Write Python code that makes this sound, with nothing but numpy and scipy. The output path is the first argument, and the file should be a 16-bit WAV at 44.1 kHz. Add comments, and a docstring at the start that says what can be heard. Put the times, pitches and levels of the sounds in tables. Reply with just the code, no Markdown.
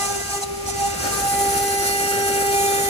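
"""A stone router grinds the edge of a wet slab in a rumbling workshop, heard by two close microphones.
At first the tool skims and chatters: its spindle, at about 400 turns a second, drives a whine of many tones.
Then it lifts off and runs free for a moment, with brief squeals as thin tones and tiny ticks as falling chirps.
Last it bites: water splashes louder, the speed sags a little, the whine steadies and the hiss brightens.
Splash, hiss and rumble are coloured noise; the hiss pulses with every turn."""
import sys
import numpy as np
from scipy import signal
from scipy.fft import rfft, irfft
from scipy.io import wavfile

SR = 44100
rng = np.random.default_rng(int(sys.argv[2]) if len(sys.argv) > 2 else 0)


def pcm_store(signal):
    """Save signal as 16-bit PCM."""
    levels = np.round(np.clip(np.atleast_2d(signal), -1, 1) * 32767)
    wavfile.write(sys.argv[1], SR, levels.astype(np.int16).T)


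N = 127449
T = np.arange(N) / SR  # time of every sample, s
HZ = np.fft.rfftfreq(N, 1 / SR)  # frequencies of a spectrum
# half of a left-right difference for each side: left, right [factor]
SIDES = np.array([[.5], [-.5]])


def amp(db):
    """Turns decibels into a gain."""
    return 10 ** (np.asarray(db) / 20)


def curve(points):
    """Joins (time, value) points by straight lines, giving a value at every sample."""
    return np.interp(T, *np.transpose(points))


def read(points):
    """Joins (frequency, value) points along a logarithmic pitch scale."""
    hz, value = np.transpose(points)
    return np.interp(np.log(HZ + 1), np.log(hz), value)


def bell(centre, width):
    """A smooth swell from 0 to 1 and back."""
    return np.exp(-((T - centre) / width) ** 2)


def wander(rate_hz, size=2048):
    """Smooth random complex wandering of average power 1, mostly slower than the given rate."""
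    span = 2 * T[-1]  # twice the scene, so the repeating pattern does not return
    f = np.fft.fftfreq(size, span / size)
    draws = rng.standard_normal(size) + 1j * rng.standard_normal(size)
    z = np.fft.ifft(draws / (1 + (f / rate_hz) ** 2))
    return np.interp(T, np.linspace(0, span, size), z / np.sqrt(np.mean(abs(z) ** 2)))


def by_load(load, skimming, biting):
    """Blends a skimming value (load 0) into a biting one (load 1)."""
    return skimming + (biting - skimming) * load


# how far the left microphone's wave is ahead: (frequency [Hz], lead [radians])
LEFT_LEAD = [(0, 0), (3800, 6.3), (8000, 17.2), (10200, 12.6), (15000, 3.1)]


def lead(hz):
    """Phase lead of the left microphone at a given pitch, in radians."""
    return np.interp(hz, *np.transpose(LEFT_LEAD))


# how alike the noise is at the two microphones: (frequency [Hz], likeness [0-1])
LIKENESS = [(60, 0.97), (300, 0.99), (800, 0.86), (2000, 0.67), (3300, 0.057), (5500, 0.17), (8500, 0.5),
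            (14000, 1)]


def noise(spectrum):
    """Coloured noise at two microphones: they share part of it, and the left one leads."""
    shared, separate = rfft(rng.standard_normal((2, N)))
    same = read(LIKENESS)
    left = shared * np.exp(1j * lead(HZ))
    right = same * shared + np.sqrt(1 - same ** 2) * separate
    return irfft(np.array([left, right]) * amp(read(spectrum)) * np.sqrt(SR / 2), N)


# colour of the workshop rumble, before its level curve: (frequency [Hz], density [dB per Hz])
SHOP_COLOUR = [(25, -88), (36, -73), (52, -59), (82, -59.5), (130, -64.5), (300, -69.5), (700, -83.5),
               (2400, -73), (3300, -79.5), (5000, -75.5), (15500, -87)]
# rise and fall of the rumble: (time [s], level [dB])
SHOP_LEVEL = [(.6, -2), (.8, 1.5), (1.4, 1), (2.0, -2.5)]


def workshop():
    """The rumble of the workshop: steady coloured noise with a slow level curve."""
    return noise(SHOP_COLOUR) * amp(curve(SHOP_LEVEL))


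# colour of the splashing, before its level curve: (frequency [Hz], density [dB per Hz])
SPLASH_COLOUR = [(40, -93), (110, -66.5), (200, -64), (480, -62.5), (780, -66), (940, -80), (1300, -63),
                 (1900, -67), (3000, -77), (6000, -81)]
# rise and fall of the splashing: (time [s], level [dB])
SPLASH_LEVEL = [(0, -6.5), (.6, -10), (.9, -10), (1.05, 1), (1.35, -1.5), (2.89, -1)]


def water(flicker_db=3.0):
    """Cooling water splashing over the slab: coloured noise whose level flickers at random."""
    flicker = flicker_db * wander(rate_hz=16).real
    return noise(SPLASH_COLOUR) * amp(curve(SPLASH_LEVEL) + flicker)


# first and last points of the run of ticks: (time [s], pitch at the middle [Hz], level [dB])
TICKS = [(.453, 8950, -42), (1.01, 9700, -35)]
TICK_GAP_S, TICK_S, TICK_FALL_HZ_PER_S = .0458, .0025, 50000


def ticks():
    """Evenly spaced tiny chirps: each falls in pitch while swelling and fading."""
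    times, pitches, levels = np.transpose(TICKS)
    out = np.zeros((2, N))
    for at in np.arange(times[0], times[-1], TICK_GAP_S):
        t = T - at
        hz = np.interp(at, times, pitches)
        cycles = hz * t - TICK_FALL_HZ_PER_S * t ** 2 / 2
        chirp = np.sin(2 * np.pi * cycles + SIDES * lead(hz))
        swell = np.exp(-(t / TICK_S) ** 2 / 2)
        out += amp(np.interp(at, times, levels)) * swell * chirp
    return out


# short squeals: (start [s], length [s], pitch [Hz], level [dB])
SQUEALS = [(0.427, 0.02, 3980, -34), (0.454, .2, 10160, -50), (0.663, .007, 5800, -29.5)]


def squeals():
    """Brief thin tones as the tool lifts off, runs free and touches down; each swells and fades."""
    out = np.zeros((2, N))
    for start, length, hz, db in SQUEALS:
        progress = np.clip((T - start) / length, 0, 1)
        swell = np.sqrt(2 * abs(np.sin(np.pi * progress)))
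        out += amp(db) * swell * np.sin(2 * np.pi * hz * T + SIDES * lead(hz))
    return out


FREE_HZ, LOADED_HZ = 399.9, 398.45  # turns a second at load 0 and load 1
SKIM_JITTER_HZ, BITE_JITTER_HZ = 0.695, 0.48  # multiply the random speed wander


def spindle(load):
    """Turns made so far by the spindle: under load it slows and its speed wanders less."""
    jitter = by_load(load, SKIM_JITTER_HZ, BITE_JITTER_HZ) * wander(rate_hz=12.3).real
    return np.cumsum(by_load(load, FREE_HZ, LOADED_HZ) + jitter) / SR


# colours of the hiss while skimming, while biting, and in the flare as the tool digs in,
# before load, contact and pulsing: (frequency [Hz], density [dB per Hz])
SKIM_HISS = [(400, -110), (720, -62.5), (950, -75.5), (1300, -74), (2500, -85), (4500, -76), (7400, -67),
             (8500, -70.5), (10400, -72.5), (11500, -89), (14500, -80.5)]
BITE_HISS = [(700, -92), (1800, -77), (3100, -81), (4200, -71.5), (5000, -74), (6200, -66.5), (8400, -65.3),
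             (10400, -64.6), (11500, -68.5), (13000, -71.5), (15500, -74)]
ENTRY_HISS = [(7500, -90), (9800, -62), (11500, -82)]
ENTRY_S, ENTRY_WIDTH_S = 1.39, 0.23  # when the flare peaks, and its width
PER_TURN, GRIT_DB = 0.15, 2.5  # depth of the pulse each turn; size of the random roughness


def grinding(turns, load, contact):
    """Grit and flung water hiss: noise pulsing with every turn, brighter under load."""
    hiss = np.sqrt(1 - load) * noise(SKIM_HISS)
    hiss += np.sqrt(load) * noise(BITE_HISS)
    hiss += bell(ENTRY_S, ENTRY_WIDTH_S) * noise(ENTRY_HISS)
    pulse = 1 + PER_TURN * np.cos(2 * np.pi * turns)
    roughness = amp(GRIT_DB * wander(rate_hz=20).real)
    return hiss * contact * pulse * roughness


# tones from the sixth multiple of the turning speed upward, at load 0 and load 1,
# before swells and contact: level [dB], one per multiple
SKIM_DB = [-48, -43, -51, -53, -51, -48, -51, -51, -48, -42.5, -42.5, -48, -45, -42, -48]
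BITE_DB = [-45, -47, -51, -49, -47, -44, -46.5, -50, -43.5, -45, -46, -42, -42, -42.5, -41, -50, -48, -42.5,
           -46, -42, -37.5, -43, -45, -54, -54, -54, -54, -45, -47, -45]
SKIM_TOP_DB = -59.5  # each tone above the end of the skimming list
# slow swells of single tones as the tool moves past:
# (multiple of turning speed, centre time [s], width [s], gain [dB])
SWELLS = [(6, 2.55, .3, 8), (7, 2.2, .55, 10), (8, 2.7, .45, 9), (9, 2.85, .55, 10), (10, 2.55, .17, 6),
          (11, 1.87, .3, 8), (14, 2.05, .25, 7), (15, 1.7, .22, 7), (16, 1.15, .14, 6), (17, 2.75, .2, 7)]
CHATTER_HZ, DRIFT_HZ = 24, 2.5  # how fast the flutter and the slow drift wander
SKIM_CHATTER, BITE_CHATTER, DRIFT = 1, 0.45, 0.5  # depths


def whine(turns, load, contact):
    """Upper tones of the rubbing tool: they flutter with chatter and swell as tool and microphones move."""
    out = np.zeros((2, N))
    chatter = by_load(load, SKIM_CHATTER, BITE_CHATTER)
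    skim_levels = SKIM_DB + [SKIM_TOP_DB] * len(BITE_DB)
    for k, (skim, bite) in enumerate(zip(skim_levels, BITE_DB), start=6):
        swell_db = sum(db * bell(at, width) for multiple, at, width, db in SWELLS if multiple == k)
        direct = np.exp(1j * SIDES * lead(k * LOADED_HZ))
        # each microphone drifts on its own
        paths = direct + DRIFT * np.array([wander(DRIFT_HZ), wander(DRIFT_HZ)])
        flutter = 1 + chatter * wander(CHATTER_HZ)
        tone = np.exp(2j * np.pi * (k * turns + rng.random())) * flutter
        out += amp(by_load(load, skim, bite) + swell_db) * (paths * tone).real
    # keeps the average power the same whatever the flutter and drift
    return out * contact * np.sqrt(2 / (1 + chatter ** 2) / (1 + DRIFT ** 2))


# the five lowest tones, at one to five times the turning speed: (time [s], level [dB])
TONE_1 = [(0.02, -35), (0.17, -29), (0.3, -43), (0.37, -30.5), (0.46, -35), (0.55, -31.5), (1.19, -32.5),
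          (1.26, -43), (1.42, -29), (2.04, -30), (2.18, -26.5), (2.62, -25), (2.88, -27.9)]
TONE_2 = [(.02, -28), (.07, -35), (.11, -26), (.2, -42), (.3, -40), (.34, -28), (.39, -37), (.43, -26),
          (.47, -39), (.66, -40), (.69, -28.5), (.725, -41), (.77, -27), (.86, -23), (.97, -40),
          (1.09, -30), (1.15, -38), (1.24, -23), (1.43, -21.5), (1.8, -26.5), (2.27, -26), (2.62, -21.7),
          (2.88, -26.5)]
TONE_3 = [(0, -32.5), (.06, -31), (.17, -44), (.29, -43), (.355, -32), (.4, -43), (1.05, -43), (1.15, -29),
          (1.23, -40), (1.7, -49), (2.89, -43)]
TONE_4 = [(.33, -41), (.5, -62), (.9, -49), (1.17, -37), (1.42, -48), (1.85, -37), (2.42, -35.5),
          (2.89, -45)]
TONE_5 = [(.02, -34.5), (.13, -53), (.21, -37), (.3, -54), (.38, -39.5), (.5, -62), (.72, -45), (1.25, -46),
          (1.34, -36.5), (1.55, -43), (1.75, -34), (2.04, -30), (2.63, -39), (2.88, -33)]
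# where each of the five sits between the moving microphones, one list per tone:
# (time [s], left lead [turns of its own wave])
TONE_LEADS = [
    [(.27, .66), (.38, 0.95), (.46, 0.59), (.9, 0.64), (1.4, 0.045), (2.2, 0.11)],
    [(.8, 0.058), (1.2, 0.13)],
    [(0, 0.14)],
    [(1.7, -0.19), (2.2, -0.83), (2.7, -0.36)],
    [(1.1, -0.24), (1.28, 0.27), (1.52, -0.23), (1.72, 0.34), (2.5, 0.67)],
]
# loudness difference of each of the five: left minus right [dB]
TONE_PANS = [1.8, -2.3, 1.5, -2.5, -3.5]
LOW_SKIM_CHATTER, LOW_BITE_CHATTER = .38, .14  # flutter depths at load 0 and load 1


def drone(turns, load):
    """The strong lowest tones, rung in the slab once a turn; their flutter calms under load."""
    out = np.zeros((2, N))
    chatter = by_load(load, LOW_SKIM_CHATTER, LOW_BITE_CHATTER)
    levels = [TONE_1, TONE_2, TONE_3, TONE_4, TONE_5]
    for k, (level, left_lead, pan_db) in enumerate(zip(levels, TONE_LEADS, TONE_PANS), start=1):
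        phase = k * turns + rng.random() + SIDES * curve(left_lead)
        flutter = 1 + chatter * wander(CHATTER_HZ)
        tone = np.sqrt(2) * (np.exp(2j * np.pi * phase) * flutter).real
        out += amp(curve(level) + SIDES * pan_db) * tone
    return out / np.sqrt(1 + chatter ** 2)  # keeps the average power the same


# how hard the tool bites: (time [s], load [0-1])
LOAD = [(.9, 0.02), (1.17, 0.16), (1.27, 0.76), (1.36, 0.87)]
# strength of the rubbing contact, for the upper tones and the hiss: (time [s], level [dB])
CONTACT = [(0, 3.5), (.1, 1.5), (.22, -1), (.26, 0), (.33, 3.5), (.40, -2), (.438, 0), (.455, -11.5),
           (.65, -11), (.668, -2), (.705, 3), (.73, -6.5), (.77, 0.5), (.97, -0.5), (1.04, 3), (1.18, 2),
           (1.32, 0), (2.89, 0.5)]


def scene():
    """The cutting tool over the rumble of the workshop, all driven by one load and one spindle."""
    load, contact = curve(LOAD), amp(curve(CONTACT))
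    turns = spindle(load)
    background = workshop() + water()
    tool = grinding(turns, load, contact) + whine(turns, load, contact) + drone(turns, load)
    return background + ticks() + squeals() + tool


EDGE_HZ = 15720  # upper limit of the sound


def record(dry):
    """The band limit of the recorder: a steep filter removes the sound above the edge."""
    low_pass = signal.firwin(1023, EDGE_HZ, window=("kaiser", 9), fs=SR)
    return signal.oaconvolve(dry, low_pass[None], "same")


dry = scene()
out = record(dry)
pcm_store(out)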